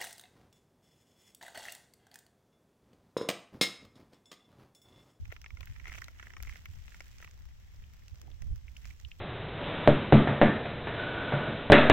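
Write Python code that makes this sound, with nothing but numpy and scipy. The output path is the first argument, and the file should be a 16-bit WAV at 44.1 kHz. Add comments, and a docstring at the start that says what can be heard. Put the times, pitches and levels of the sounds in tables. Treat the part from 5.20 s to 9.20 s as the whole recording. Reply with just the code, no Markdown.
"""Thin plates of salt crack under slow steps on a dry salt flat, in open air with no echo.
Each break rings its plate, the crust around it and the hollow below: a short hollow tick.
Crystals snap, loose flakes tick, grit grinds and crust crumbles under a softly scuffing sole.
A light wind rumbles on the two microphone ports over a faint hiss."""
import sys
import numpy as np
from scipy import signal
from scipy.fft import rfft, irfft
from scipy.io import wavfile
from scipy.ndimage import uniform_filter1d

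SR = 44100
rng = np.random.default_rng(int(sys.argv[2]) if len(sys.argv) > 2 else 0)


def persist_wave(psi):
    """Save psi, clipped to +-1, as 16-bit WAV."""
    counts = np.round(np.clip(psi, -1, 1) * 32767).astype(np.int16)
    wavfile.write(sys.argv[1], SR, np.atleast_2d(counts).T)


N = 176400
TIME_S = np.arange(N) / SR
CRACK_RISE_S, CRACK_DECAY_S = 0.0008, 0.0031
CRUMB_S, GRIT_PAN_DB = 0.0025, -4.5   # pan: left minus right throughout


def from_db(db):
    """Decibels to gain."""
    return 10 ** (np.asarray(db) / 20)


def unit_rms(x):
    """Scale to rms 1."""
    return x / np.sqrt(np.mean(x ** 2) + 1e-20)


def unit_tick(x):
    """Scale each channel to the energy of 1 ms at rms 1."""
    return x / np.sqrt(np.sum(x ** 2, axis=-1, keepdims=True) / (SR / 1000) + 1e-20)


def panned(pan_db):
    """Left and right gains, rms 1."""
    return unit_rms(from_db([[pan_db / 2], [-pan_db / 2]]))


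def placed(sound, pan_db):
    """Sound from one side: louder at the near port, later at the far one."""
    max_lag_s, knee_db = 0.00012, 4.5
    lag = int(np.round(max_lag_s * SR * np.tanh(pan_db / knee_db)))
    left, right = np.roll(sound[0], max(-lag, 0)), np.roll(sound[1], max(lag, 0))
    return panned(pan_db) * np.array([left, right])


def port_noise(size):
    """White noise, partly shared by the two ports."""
    correlation = 0.1
    white = rng.standard_normal((3, size))
    return np.sqrt(correlation) * white[2] + np.sqrt(1 - correlation) * white[:2]


def band(x, low_hz, high_hz):
    """Causal band-pass."""
    return signal.sosfilt(signal.butter(2, [low_hz, high_hz], "band", fs=SR, output="sos"), x)


def ring(x, hz, t60_s):
    """One damped resonance."""
    r = np.exp(-np.log(1000) / (t60_s * SR))
    return signal.lfilter([1, 0, -1], [1, -2 * r * np.cos(2 * np.pi * hz / SR), r * r], x)


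def mode_tick(push, hz, t60_s, band_ratio=1.615):
    """Unit tick of one mode, band-limited to a frequency ratio either side."""
    return unit_tick(band(ring(push, hz, t60_s), hz / band_ratio, hz * band_ratio))


def coloured(x, colour):
    """Shape by a spectrum of (frequency [Hz], gain [dB]) points; rms 1."""
    hz, db = np.transpose(colour)
    bins_hz = np.maximum(np.arange(N // 2 + 1) * SR / N, 1)
    gain = from_db(np.interp(np.log(bins_hz), np.log(hz), db))
    return unit_rms(irfft(rfft(x) * gain, N))


def add(out, start_s, sound):
    """Mix in a short sound."""
    i = max(int(start_s * SR), 0)
    out[:, i:i + sound.shape[1]] += sound[:, :max(N - i, 0)]


def swell(centre_s, half_width_s, db):
    """Gaussian envelope; half-width at 1/e."""
    return from_db(db) * np.exp(-((TIME_S - centre_s) / half_width_s) ** 2)


def fracture(rise_s, decay_s):
    """One clean break amid tiny ones of equal total energy that build up and die away."""
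    since_s = np.arange(2048) / SR - rise_s
    push = port_noise(len(since_s)) * np.exp(-np.maximum(since_s / decay_s, -2 * since_s / rise_s))
    push /= np.sqrt(np.sum(push ** 2, axis=1, keepdims=True))
    push[:, int(rise_s * SR)] += 1
    return push


def grains(colour, per_s, spread_db, decay_s):
    """Random tiny breaks of uneven size, each a dying noise burst; rms 1."""
    born = rng.random(N) < per_s / SR
    sizes = from_db(spread_db * np.minimum(rng.exponential(1, N), 4))
    power = signal.lfilter([1], [1, -np.exp(-2 / (decay_s * SR))], born * sizes ** 2 + 1e-18)
    return coloured(np.sqrt(power) * port_noise(N), colour)


def wind():
    """Separate eddies at each port: a steady breeze plus short gusts that favour one side."""
    # eddy spectrum: (frequency [Hz], gain [dB])
    colour = [(15, -4), (30, -5.5), (48, 1.5), (64, 3.5), (85, -3.5), (115, -10.5), (160, -20),
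              (220, -29.5), (400, -52.5), (1500, -72)]
    # gusts: (centre [s], half-width [s], level [dB], pan [dB])
    gusts = [(-0.001, 0.061, -38.5, 1.5), (0.089, 0.014, -39.5, -17), (0.34, 0.02, -41.5, -16),
             (0.413, 0.039, -44, -18), (0.506, 0.023, -41, 9), (0.68, 0.16, -46.5, -30),
             (1.235, 0.049, -41, 14), (1.302, 0.027, -39.5, -15), (1.502, 0.02, -40, -24),
             (1.589, 0.092, -46, 21), (2.25, 0.092, -48.5, 25), (2.596, 0.062, -47.5, 2),
             (2.935, 0.02, -43, -17), (3.128, 0.1, -46, -25), (3.241, 0.026, -35, -15),
             (3.315, 0.045, -31, -4.5), (3.433, 0.24, -47.5, -36), (3.677, 0.043, -42.5, -9),
             (3.858, 0.026, -41.5, -14)]
    breeze_db, levelling_s = -52.5, 0.08
    eddies = coloured(rng.standard_normal((2, N)), colour)
    eddies /= np.sqrt(uniform_filter1d(eddies ** 2, size=int(levelling_s * SR), axis=1))
    gust_power = sum((swell(s, half_s, db) * panned(pan_db)) ** 2 for s, half_s, db, pan_db in gusts)
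    return eddies * np.sqrt(from_db(breeze_db) ** 2 + gust_power)


def hiss():
    """Faint steady background."""
    # hiss spectrum: (frequency [Hz], gain [dB])
    colour = [(100, 15), (250, 7), (450, 1.5), (1000, 0.5), (2000, -1), (3300, 0.5), (4400, -5.5),
              (5400, -1), (8200, -9), (9200, -24), (11500, -13), (15500, -10)]
    return from_db(-67) * panned(pan_db=1.5) * coloured(rng.standard_normal((2, N)), colour)


def stray_crumbs():
    """Small crumbs give way throughout, with faint ticks."""
    # crumb spectrum: (frequency [Hz], gain [dB])
    colour = [(250, 0.5), (900, 0), (2200, -3), (4300, -5.5), (5800, -1), (9300, -21), (15000, -7.5)]
    return from_db(-74) * panned(GRIT_PAN_DB) * grains(colour, per_s=23, spread_db=0.68, decay_s=CRUMB_S)


def plate_cracks():
    """Each break rings its plate briefly and shakes the crust and the hollow below."""
    # plate breaks: (time [s], level [dB], pitch [Hz], knock re tick [dB], pan [dB])
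    cracks = [(0.0549, -44.5, 2270, -30.0, -6), (0.1194, -41, 2030, -17, 8), (0.1241, -37, 2310, -23, 6),
              (0.1652, -41, 2230, -39, -5), (0.2437, -40.5, 2060.0, -29, -6), (0.2621, -38, 2040, -23, 1.0),
              (0.3063, -42, 2200, -20, -4.5), (0.372, -43.0, 2090, -29, -3.5), (0.4081, -40, 2550, -9, 13),
              (0.4311, -42.5, 2230, -22, -5), (0.4736, -44.5, 2050, -27, -4.5),
              (0.5625, -44.5, 2060, -19.0, -7.5), (0.599, -41.5, 2070, -28, -9),
              (0.6435, -44.5, 1840, -15, -4.0), (0.6568, -35.5, 2000, -17, 4.5),
              (0.6712, -37.5, 2120.0, -15, 0.5), (0.6795, -40, 2080, -13, 1),
              (0.6827, -40.0, 2120, -12, 4.5), (0.6973, -39.0, 2130.0, -24, 2),
              (0.72, -36.5, 2030, -15, -3), (0.7281, -40.5, 2220.0, -15, -2),
              (0.7392, -41.5, 2300, -22, 10), (0.7481, -38, 1980, -13, -7.0),
              (0.7544, -41.5, 2340.0, -11.5, 1), (0.7798, -42, 2270, -10, 1),
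              (0.7841, -37, 2030, -16.5, -5.0), (0.8197, -31.5, 1910, -22, -6.5),
              (0.8834, -39, 1935, -8.5, 4.0), (0.989, -51, 2160, -33, -13), (0.9977, -37, 1930, -19, -4),
              (1.0283, -39.5, 1950, -19, -4), (1.0702, -40, 1940, -16.0, -5.5),
              (1.1053, -42.0, 1910, -17, -7), (1.137, -42, 2000, -19, -4.5), (1.1679, -37.5, 1950, -20, 3),
              (1.2035, -41.0, 2080, -14.5, -6), (1.2331, -45, 1950.0, -11, -5.5),
              (1.2514, -46, 2070, -23, -1.0), (1.2733, -41, 2260, -17, 2), (1.2802, -45, 2240, -17.0, -8),
              (1.296, -37.5, 1980, -26, -0.5), (1.3265, -43.5, 2050, -25, -3),
              (1.3582, -40.5, 1950, -12, -6), (1.4581, -37, 2180, -25, 2), (1.6811, -44.5, 2340, -14, 6),
              (1.7219, -47.5, 2060, -16.0, -3.5), (1.7453, -43, 2060, -17, 2),
              (1.8062, -36, 2200, -10, 0.5), (2.0032, -47.5, 2010, -7, 2), (2.0268, -40.5, 1980, -25, -1.5),
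              (2.0461, -40.5, 2340, -13, -1.5), (2.0764, -46, 2230, -20, -3), (3.2225, -50, 1880, -4, 0),
              (3.6551, -47, 1970, -8, -0.5)]
    # crust modes around the foot: (frequency [Hz], level re plate [dB], t60 [s])
    crust_modes = [(355, -22.5, 0.022), (1012, -18.5, 0.031), (1386, -10, 0.02), (1944, -6.5, 0.011),
                   (2370, -17.5, 0.015), (5720, -15.5, 0.0054)]
    trim_db, knock_trim_db = -0.5, -2
    spot_spread = 0.055   # relative mode shift from spot to spot
    out = np.zeros((2, N))
    for s, db, hz, knock_db, pan_db in cracks:
        push = fracture(CRACK_RISE_S, CRACK_DECAY_S)
        tick = mode_tick(push, hz, t60_s=0.0057)
        for mode_hz, mode_db, t60_s in crust_modes:
            spot_hz = mode_hz * np.exp(spot_spread * rng.standard_normal())
            tick += rng.choice([-1, 1]) * from_db(mode_db) * mode_tick(push, spot_hz, t60_s)
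        knock = unit_tick(band(ring(push, hz=690, t60_s=0.0048), 360, 830))
        crack = unit_tick(tick) + from_db(knock_db + knock_trim_db) * knock
        add(out, s - 2 * CRACK_RISE_S, from_db(db + trim_db) * placed(crack, pan_db))
    return out


def grinding():
    """Under each press of the sole, loose grit grinds and the crust crumbles."""
    # presses: (centre [s], half-width [s], grit level [dB], crumb level [dB])
    presses = [(0.124, 0.038, -67.5, -59), (0.503, 0.12, -66.5, -62), (0.754, 0.12, -59, -58),
               (1.05, 0.11, -66, -58.5), (1.326, 0.12, -60, -59.5), (1.535, 0.049, -64.5, -61.5),
               (1.798, 0.26, -62.5, -66.5), (2.034, 0.04, -61.5, -64), (2.62, 0.99, -75.5, -70),
               (3.669, 0.07, -62, -70.5), (3.78, 0.35, -69.5, -81)]
    # grit spectrum: (frequency [Hz], gain [dB])
    grit_colour = [(300, -4.5), (1000, -2), (2500, 8.5), (4300, 0.5), (5800, 4), (8000, 0.5), (9300, -13.5),
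                   (11500, -5.5), (15500, -4)]
    # crumbling crust spectrum: (frequency [Hz], gain [dB])
    crumb_colour = [(200, 8), (400, -11), (900, -7), (1400, -1), (2000, 6.5), (2600, -4), (3400, -6),
                    (4500, -38), (9000, -26.5)]
    grit_envelope = np.sqrt(sum(swell(s, half_s, db) ** 2 for s, half_s, db, _ in presses))
    crumb_envelope = np.sqrt(sum(swell(s, half_s, db) ** 2 for s, half_s, _, db in presses))
    grit = grains(grit_colour, per_s=1400, spread_db=4, decay_s=0.0003)
    crumbs = grains(crumb_colour, per_s=220, spread_db=-0.5, decay_s=CRUMB_S)
    return (from_db(-0.5) * grit_envelope * placed(grit, GRIT_PAN_DB)
            + from_db(-1.5) * crumb_envelope * placed(crumbs, pan_db=0.5))


def flake_ticks():
    """Loose pieces break, each ticking around one pitch without shaking the crust."""
    # flake breaks: (time [s], level [dB], pitch [Hz], pan [dB])
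    flakes = [(.1238, -46.5, 536, 25), (.8433, -47, 3860, -6.5), (2.0755, -56, 1045, -4),
              (2.6395, -56.5, 2780, -2.5), (3.079, -55.5, 770, -13), (3.1162, -58, 3400, 0.5),
              (3.482, -50, 2250, 0), (3.567, -46, 2660, -3.5), (3.647, -52.5, 2270, 5),
              (3.7073, -47, 2280, -8), (3.85, -43.5, 2930, 1.5), (3.9169, -43.5, 2700, 1.5),
              (3.9953, -53, 3250, -3)]
    trim_db, t60_cycles = 4, 12
    out = np.zeros((2, N))
    for s, db, hz, pan_db in flakes:
        push = fracture(CRACK_RISE_S, CRACK_DECAY_S)
        tick = mode_tick(push, hz, t60_cycles / hz, band_ratio=1.35)
        add(out, s - 2 * CRACK_RISE_S, from_db(db + trim_db) * placed(tick, pan_db))
    return out


def crystal_snaps():
    """Crystals break with a short bright click."""
    # crystal breaks: (time [s], treble level [dB], top treble level [dB])
    snaps = [(0.1234, -58, -63), (0.215, -48.5, -65), (0.407, -54.5, -61), (0.4559, -56, -58),
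             (0.679, -52, -64), (0.7255, -49.5, -67), (0.737, -54, -78), (0.7514, -50, -66),
             (0.7836, -50, -70), (0.816, -52, -65), (0.842, -46.5, -64), (0.8816, -53.5, -66),
             (1.2252, -43.5, -48.5), (1.232, -47, -62), (1.2922, -54, -66), (1.367, -54.5, -67),
             (1.4547, -53.5, -60.5), (1.8049, -45, -72), (1.9828, -50.5, -80), (2.046, -55, -65),
             (2.1106, -54, -82), (2.735, -57.5, -69), (2.8806, -50.5, -70), (2.9557, -56, -82),
             (3.0143, -49, -65), (3.2194, -49.5, -67), (3.3583, -54.5, -65.5), (3.5677, -50.5, -67.5),
             (3.6536, -49, -81), (3.7983, -51, -74)]
    body_trim_db, treble_trim_db, top_trim_db = -1, 0.5, 12
    out = np.zeros((2, N))
    for s, treble_db, top_db in snaps:
        push = fracture(rise_s=0.0012, decay_s=0.0019)
        body = from_db(treble_db + body_trim_db) * unit_tick(band(push, 1360, 3370))
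        treble = from_db(treble_db + treble_trim_db) * unit_tick(band(push, 4450, 6560))
        top = from_db(top_db + top_trim_db) * unit_tick(band(push, 14400, 21050))
        add(out, s, placed(body + treble + top, pan_db=-3.5))
    return out


def sole_scuffs():
    """The sole presses down with a soft, low scuff."""
    # scuffs: (centre [s], half-width [s], level [dB])
    scuffs = [(0.398, 0.024, -68.5), (.78, 0.066, -84), (1.12, 0.24, -75.5), (3.068, 0.06, -64.5),
              (3.247, 0.07, -71.5)]
    # scuff spectrum: (frequency [Hz], gain [dB])
    colour = [(100, -17), (250, 6.5), (550, 2), (900, -11.5), (1500, -22), (4000, -51)]
    return sum(swell(*scuff) for scuff in scuffs) * coloured(port_noise(N), colour)


def scene():
    """Steps, wind and hiss."""
    steps = plate_cracks() + flake_ticks() + crystal_snaps() + grinding() + sole_scuffs()
    return steps + stray_crumbs() + wind() + hiss()


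def record(dry):
    """Steep low-pass."""
    cutoff_hz = 15900
    return signal.sosfilt(signal.ellip(10, .2, 70, cutoff_hz, fs=SR, output="sos"), dry)


dry = scene()
out = record(dry)
persist_wave(out)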